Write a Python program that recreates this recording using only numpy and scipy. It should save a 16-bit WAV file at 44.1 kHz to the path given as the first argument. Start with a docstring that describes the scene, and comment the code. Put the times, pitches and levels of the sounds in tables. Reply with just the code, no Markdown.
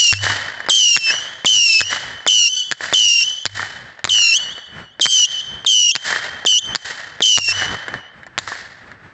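"""Whistling rockets leave a firework battery one after another in an empty parking lot at night.
Each pops out of its tube, screams upward on a note that falls by Doppler shift, and dies out.
Bursts crack high up: shaped pressure pulses, doubled by the asphalt, then noise echoes and slaps
off the buildings, some of them late. A low noise wash lies behind; a phone's limiter pumps under it all."""
import sys
import numpy as np
from scipy import signal
from scipy.fft import rfft, irfft
from scipy.io import wavfile
from scipy.ndimage import uniform_filter1d, minimum_filter1d, map_coordinates

SR = 44100
rng = np.random.default_rng(int(sys.argv[2]) if len(sys.argv) > 2 else 0)


def digitize_waveform(pressure):
    """Quantize a signal to 16-bit integers and store it at the path in sys.argv[1].

    Rows of a 2-D input are taken as channels; values are limited to [-1, 1].
    """
    field = np.atleast_2d(pressure).T
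    bounded = np.clip(field, -1, 1)
    quanta = np.round(bounded * 32767).astype(np.int16)
    wavfile.write(sys.argv[1], SR, quanta)


N = 402633

# rockets, ages from launch: (launch [s], pop [dB], ignition wait [s], burn-out age [s], dying time [s],
#   pitch [Hz], top speed [Mach], lift-off age [s], whistle [dB], dying note [dB], echo [dB], octave [dB],
#   half-pitch rattle [dB], age at strongest rattle [s], hiss [dB],
#   lean away from the buildings [factor], sag before burn-out [share of pitch])
ROCKETS = [ (-.17, -10, .01, 0.34, 0.29, 3156, 0.23, .11, -0.5, -24.5, 2, -4.5, -10.5, 0.21, -12.5, 1.83, 0.0039),
           (.687, 1, 0.0071, 0.42, 0.14, 3188, 0.23, 0.08, 1, -22, 1.5, -1.5, -11, 0.24, -15, 1.35, 0.011),
           (1.4475, 2.5, 0.0087, 0.38, 0.13, 3077, 0.22, 0.076, 2.5, -22.5, 1, -.5, -17, .27, -15, 0.97, 0.0057),
           (2.2654, 3, 0.0071, 0.21, 0.13, 3055, 0.18, 0.074, 4.5, -12, 0, -.5, -11, 0.16, -17, 1.06, 0.0042),
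           (2.927, 3.5, 0.0065, 0.3, 0.2, 3080, 0.15, .05, 4.5, -20.5, 1, -3, -33.5, 0.028, -15, .8, .01),
           (4.0754, 10.5, 0.015, 0.26, 0.04, 3082, 0.19, 0.047, 2.5, -3.5, -2, -2.5, -7, 0.19, -18, 1.3, 0.0061),
           (4.997, -7, .012, .252, .008, 3160, .175, 0.13, 1, -11, 2, -2.5, -9, 0.066, -14.5, 2.6, .07),
           (5.648, -8, 0.014, .261, 0.011, 3185, 0.15, 0.031, 6, -9.5, -1, -1, -23, 0.078, -18.5, 1.04, 0.094),
           (6.451, -4, 0.0089, 0.13, 0.016, 3065, 0.14, 0.054, 2.5, -11.5, -2, -0.5, -18, 0.054, -19.5, 0.22, 0.0053),
           (7.206, -2, 0.013, 0.31, 0.26, 3117, 0.2, 0.072, 7, -23, -3, -2, -41.5, 0.046, -13, 1.7, 0.0071)]
# bursts in the air: (time [s], crack [dB], rolling echo [dB], low boom [dB],
#   delay of the slap off the buildings [s], slap [dB])
BURSTS = [(.127, 21, -19.5, -11.5, 0.14, -2.5), (0.9653, 23.5, -25.5, -53.5, 0.14, -10),
          (1.8064, 14.5, -26.5, -34, .1222, -7), (2.7143, 20.5, -27, -60.5, 0.093, -8.5),
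          (3.455, 20, -28, -24, 0.14, -9), (4.0434, 23, -26, -26.5, 0.14, -6.5),
          (5.057, 20, -33.5, -67.5, 0.14, -17.5), (5.9536, 22, -21, -63.5, .1737, -6),
          (6.7499, 18, -28, -59, 0.18, -30), (7.3761, 36, -20, -13.5, 0.11, 0.5),
          (8.379, 8, -32, -43, 0.14, -12.5)]
# crack spectrum: (frequency [Hz], relative density [dB per Hz])
CRACK_COLOUR = [(30, -74), (120, 1), (500, 2.5), (1200, 6.5), (1800, 13), (2800, 6.5), (4500, 9), (6000, 3),
                (7200, 6), (8500, -22)]
GROUND_S = 0.0084  # lag of the bounce off the asphalt for a sound overhead
EDGE_HZ = 8270  # upper band edge


def amp(db):
    """Decibels to amplitude ratio."""
    return 10 ** (np.asarray(db) / 20)


def evened(x):
    """Scales x to rms 1."""
    return x / np.sqrt(np.mean(x ** 2) + 1e-20)


def read(points, hz):
    """Reads a table of values by frequency, interpolated over log frequency."""
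    f, value = np.transpose(points)
    return np.interp(np.log(hz + 1), np.log(f + 1), value)


def add(mix, start_s, sound):
    """Mixes a sound in at start_s, cut at both ends of the mix."""
    at = round(start_s * SR)
    part, sound = mix[max(at, 0):], sound[max(-at, 0):]
    part[:len(sound)] += sound[:len(part)]


def coloured(x, points):
    """Weights the spectrum of x by a colour table, at rms 1."""
    hz = np.fft.rfftfreq(len(x), 1 / SR)
    return evened(irfft(rfft(x) * amp(read(points, hz)), len(x)))


def wander(count, hz):
    """Low-passed noise of rms 1 that moves about hz times a second."""
    f = np.fft.rfftfreq(count, 1 / SR)
    return evened(irfft(rfft(rng.standard_normal(count)) / (1 + (f / hz) ** 4), count))


def shock(points, ripple_db, size=2048):
    """Minimum-phase pressure pulse of peak 1, its colour a little different each time."""
    hz = abs(np.fft.fftfreq(size, 1 / SR))
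    ripple = np.interp(hz, np.linspace(0, EDGE_HZ, 16), rng.standard_normal(16))
    log_gain = np.log(amp(read(points, hz) + ripple_db * ripple))
    pulse = np.fft.ifft(np.exp(np.conj(signal.hilbert(log_gain)))).real
    return pulse / abs(pulse).max()


def scattered(pulse, scatter_db, t60_s):
    """A pulse followed by a short decaying spray of small reflections."""
    t = np.arange(SR // 5) / SR
    taps = rng.standard_normal(len(t)) * amp(-60 * t / t60_s)
    taps *= amp(scatter_db) / np.linalg.norm(taps)
    taps[0] = 1
    return signal.fftconvolve(taps, pulse)


def rolling(x, arrive_s, rise_s, near_db):
    """Shapes noise into the lot's echo: little until the buildings answer, then the treble dies first."""
    # reverberation of the lot: (frequency [Hz], t60 [s])
    lot_t60 = [(100, 1.8), (500, 1.94), (1800, 1.44), (3000, 1.15), (5000, 0.86), (8000, 0.66)]
    hz, t, z = signal.stft(x, SR, nperseg=256)
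    swell = amp(near_db) + 1 / (1 + np.exp((arrive_s - t) / rise_s))
    decay = amp(-60 * np.maximum(t - arrive_s, 0) / read(lot_t60, hz)[:, None])
    return signal.istft(z * swell * decay, SR, nperseg=256)[1]


def doppler(x, mach):
    """Stretches a sound whose source moves away at the speed mach."""
    return map_coordinates(x, [np.cumsum(1 / (1 + mach))], order=3)


def night(level_db=-48.5, swell_db=-7.0):
    """The low wash of the town around the lot: coloured noise of wandering level."""
    # town noise spectrum: (frequency [Hz], relative density [dB per Hz])
    night_colour = [(20, -18.5), (60, 1), (110, 6), (300, -3), (600, -6.5), (1200, -4.5), (1750, 1),
                    (2400, -12), (4000, -21), (8000, -32)]
    return amp(level_db + swell_db * wander(N, 5.3)) * coloured(rng.standard_normal(N), night_colour)


def slaps(bounce=0.38, glint_db=-9):
    """Duller, smeared cracks: echoes of the bursts off the buildings, each with its twin off the asphalt."""
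    # slap spectrum: (frequency [Hz], relative density [dB per Hz])
    slap_colour = [(40, -20.5), (200, -7.5), (600, 0.5), (1200, 3.5), (1800, 15.5), (2500, -9),
                   (4500, -12.5), (8000, -45)]
    # three walls return every burst's slap: (further delay [s], level [dB])
    slap_walls = [(0, -1.5), (.034, -5), (0.397, -14.5)]
    # further single slaps, late echoes of the bursts off other walls: (time [s], level [dB])
    late_slaps = [(0.6037, -16.5), (7.6212, -8), (7.744, -15), (7.9404, -10.5), (7.8812, -17.5),
                  (8.232, -26), (8.266, -23), (8.4765, -14.5)]
    echoes = []
    for burst_s, *_, delay_s, slap_db in BURSTS:
        for further_s, wall_db in slap_walls:
            echoes.append((burst_s + delay_s + further_s, slap_db + wall_db))
    out = np.zeros(N)
    for start_s, db in echoes + late_slaps:
        for lag_s, share in ((0, 1), (GROUND_S, bounce)):
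            slap = scattered(shock(slap_colour, ripple_db=3), scatter_db=2, t60_s=0.025)
            add(out, start_s + lag_s, share * amp(db) * slap)
        # flat walls keep some treble
        glint = scattered(shock(CRACK_COLOUR, ripple_db=7.5), scatter_db=-1.5, t60_s=0.027)
        add(out, start_s, amp(db + glint_db) * glint)
    return out


def bursts(bounce=0.99, grain_db=1.5, lumps_db=2, boom_hz=100, boom_t60_s=0.62, thump_db=12):
    """A crack, its twin off the asphalt, a grainy echo from the buildings and a low boom, often faint."""
    # rolling echo spectrum: (frequency [Hz], relative density [dB per Hz])
    roll_colour = [(30, -30), (120, -11), (330, -16.5), (600, -6), (1200, -5.5), (1850, 8), (2400, -8.5),
                   (4500, -2.5), (6000, -8.5), (7500, -7), (8500, -28)]
    out, t = np.zeros(N), np.arange(2 * SR) / SR
    for burst_s, crack_db, roll_db, boom_db, *_ in BURSTS:
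        for lag_s, share in ((0, 1), (GROUND_S, bounce)):
            crack = scattered(shock(CRACK_COLOUR, ripple_db=4.0), scatter_db=-10.5, t60_s=0.045)
            add(out, burst_s + lag_s, share * amp(crack_db) * crack)
        unevenness_db = grain_db * wander(len(t), 330) + lumps_db * wander(len(t), 69)
        facets = rng.standard_normal(len(t)) * amp(unevenness_db)
        roll = rolling(coloured(facets, roll_colour), arrive_s=0.097, rise_s=0.0019, near_db=-7)
        add(out, burst_s, amp(roll_db) * roll)
        # the boom starts with a thump and drones on over a faint rumble
        drone = np.sin(2 * np.pi * boom_hz * t + 0.35 * wander(len(t), 15))
        drone *= 1 + 0.3 * wander(len(t), 14)
        rumble = 0.13 * wander(len(t), 90)
        thump = 1 + amp(thump_db) * np.exp(-t / 0.01)
        add(out, burst_s, amp(boom_db - 60 * t / boom_t60_s) * thump * (drone + rumble))
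    return out


def launches():
    """The lift charge pops each rocket out of its tube: a scattered pressure pulse."""
    # pop spectrum: (frequency [Hz], relative density [dB per Hz])
    pop_colour = [(30, -39.5), (150, -6.5), (550, 2.5), (900, -1), (1800, 5), (2800, -9), (5000, -8),
                  (8000, -26.5)]
    out = np.zeros(N)
    for launch_s, pop_db, *_ in ROCKETS:
        pop = scattered(shock(pop_colour, ripple_db=4.5), scatter_db=-5.5, t60_s=0.1)
        add(out, launch_s, amp(pop_db) * pop)
    return out


def jet(hz, octave_db, rattle_db, hiss_db, blur_rad=0.053, flicker_db=4):
    """The pulsing flame in a rocket's tube: a tone, its overtones, a reedy rattle and exhaust hiss."""
    # exhaust spectrum: (frequency [Hz], relative density [dB per Hz])
    hiss_colour = [(100, -43.5), (1200, -20.5), (2200, -8.5), (3000, -11), (4500, 8), (6000, 5.5),
                   (7500, 5.5), (8500, -21.5)]
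    count = len(hz)
    phase = 2 * np.pi * np.cumsum(hz) / SR
    uneven = blur_rad * wander(SR, 310)[:count]
    overtones = np.sin(2 * phase + uneven) + 0.03 * np.sin(3 * phase + uneven)
    # alternate strong and weak puffs put rough lines halfway between the harmonics
    half = phase / 2 + 0.3 * wander(SR, 200)[:count]
    rattle = 0.07 * np.sin(half) + np.sin(half + phase) + 0.7 * np.sin(half + 2 * phase)
    rattle *= amp(rattle_db + flicker_db * wander(SR, 24)[:count])
    hiss = coloured(rng.standard_normal(SR), hiss_colour)[:count]
    hiss *= amp(hiss_db + 2 * wander(SR, 71)[:count])
    return np.sin(phase) + amp(octave_db) * overtones + rattle + hiss


def whistle(rocket, climb_s=0.19, speed_up_s=0.225, bounce=0.66):
    """One rocket's scream heard from below, the same spilling sideways to the buildings, and its speed."""
    (_, _, wait_s, burn_s, dying_s, pitch_hz, top_mach, lift_s, whistle_db, dying_db, echo_db, octave_db,
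     rattle_peak_db, rattle_age_s, hiss_db, _, sag) = rocket
    start_db, loudest_s, fade_db_per_s = -5, 0.12, 79
    dying_rise, dying_rise_s, dying_db_per_s = 0.12, 0.009, 106
    squeal_hz, squeal_s, jitter, sputter, sputter_s = 620, 0.0077, 0.0067, 0.03, 0.024
    last_squeal_hz, last_squeal_db, last_squeal_s = 625, -3.5, 0.01
    stall_s, burn_drift, rattle_s = 0.009, 0.003, 0.066
    beam_db, side_fade, side_drift = -9, 0.74, 0.0099

    age = np.arange(3 * SR // 4) / SR
    lit = np.maximum(age - wait_s, 0)
    flown = np.maximum(age - lift_s, 0)
    spent = np.maximum(age - burn_s, 0)
    left = np.maximum(burn_s + dying_s - age, 0)
    slope = (age / climb_s) ** 1.5  # height over ground distance
    low = 1 / (1 + slope ** 2)  # 1 at the ground, toward 0 overhead
    edges = np.clip(np.minimum(lit, left) / 0.004, 0, 1)
    # the note holds in the tube; its fall after lift-off is Doppler shift as the rocket gathers speed
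    mach = top_mach * np.tanh(flown / speed_up_s)

    # swells as the nozzle turns toward the ground, fades with height, dies away when the fuel runs out
    dying = 1 - np.exp(-spent / dying_rise_s)
    swell_db = start_db * (1 - flown / loudest_s)
    fade_db = fade_db_per_s * (loudest_s - flown)
    burning_db = whistle_db + np.minimum(swell_db, fade_db)
    spent_db = dying_db - dying_db_per_s * spent
    going_out = np.exp(-left / last_squeal_s)
    level_db = (1 - dying) * burning_db + dying * spent_db + last_squeal_db * going_out

    # squeals and sputters on ignition, snaps to pitch, jumps up when spent, squeals as it goes out
    squeal = squeal_hz * np.exp(-(lit / squeal_s) ** 4) + last_squeal_hz * going_out
    waver = 1 + (jitter + sputter * np.exp(-lit / sputter_s)) * wander(len(age), 440)
    drift = 1 + burn_drift * wander(len(age), 24)
    # the flame falters and the note sags just before burn-out
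    stall = sag * np.exp(-((age - burn_s) / stall_s + 0.5) ** 2)
    hz = (pitch_hz * (1 - stall + dying_rise * dying) + squeal) * waver * drift
    # the reedy rattle is strong for a part of the burn only
    rattle_db = rattle_peak_db - 16 * (1 - np.exp(-((age - rattle_age_s) / rattle_s) ** 2))

    # the overtones beam down from the nozzle, so they grow as the rocket climbs
    direct = jet(hz / (1 + mach), octave_db + beam_db * low ** 4, rattle_db, hiss_db)
    direct *= edges * amp(level_db)
    # the bounce off the asphalt lags more with height and beats against the direct sound
    lag_s = GROUND_S * slope / np.hypot(1, slope)
    mirrored = map_coordinates(direct, [(age - lag_s) * SR], order=3)
    wobble = 1 + side_drift * wander(len(age), 20.14)  # the rocket wobbles on its way up
    spill = jet(hz * wobble, octave_db - 4.5, rattle_db - 0.5, hiss_db - 1.0)
    spill *= edges * amp(echo_db + side_fade * level_db)
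    return direct + bounce * mirrored, spill, mach


def whistles(wet_db=-25.0, near_hz=6200, dulling_s=0.34, lot_doppler=0.15):
    """All the whistles, with their echoes off the walls and the lingering ring of the lot."""
    # whistle echoes: (delay [s], level [dB], Doppler shift of this wall [share])
    walls = [(.03, -25.5, .35), (0.067, -24, 0.18), (0.156, -21, 0.26), (0.301, -32, .15),
             (0.566, -35.5, .25)]
    direct_mix, ring, echoes = np.zeros((3, N))
    for rocket in ROCKETS:
        launch_s, *_, lean, _ = rocket
        direct, spill, mach = whistle(rocket)
        add(direct_mix, launch_s, direct)
        # the buildings stand side-on to the climb: a part of the pitch fall, scaled by the lean
        add(ring, launch_s, doppler(spill, lean * lot_doppler * mach))
        for delay_s, db, share in walls:
            # a longer way loses more treble
            air = signal.butter(2, near_hz / (1 + delay_s / dulling_s), fs=SR)
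            echo = signal.lfilter(*air, doppler(spill, min(lean * share, 1) * mach))
            add(echoes, launch_s + delay_s, amp(db) * echo)
    tail = rolling(rng.standard_normal(2 * SR), arrive_s=0.15, rise_s=0.02, near_db=-5.0)
    lingering = amp(wet_db) * signal.fftconvolve(ring, tail / np.linalg.norm(tail))[:N]
    return direct_mix + echoes + signal.lfilter(*signal.butter(2, 4300, fs=SR), lingering)


def scene():
    """One microphone, the same in both channels."""
    return np.tile(night() + slaps() + bursts() + launches() + whistles(), (2, 1))


def record(dry, limit_db=-9.5, recover_db_per_s=170, size=88):
    """A limiter ducks all under each loud sound and soon recovers; peaks round off; the band ends sharply."""
    power_db = 10 * np.log10(abs(uniform_filter1d(dry[0] ** 2, size)) + 1e-12)
    fall_db = np.arange(N) * recover_db_per_s / SR
    held_db = np.maximum.accumulate(power_db + fall_db) - fall_db
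    over_db = np.maximum(held_db - limit_db, 0)
    gain_db = uniform_filter1d(minimum_filter1d(-over_db, 2 * size), 2 * size)
    ducked = dry * amp(gain_db)
    rounded = ducked / (1 + (ducked / 0.8) ** 8) ** (1 / 8)
    low_pass = signal.firwin(161, EDGE_HZ, window=("kaiser", 8), fs=SR)
    return signal.oaconvolve(rounded, low_pass[None], "same")


dry = scene()
out = record(dry)
digitize_waveform(out)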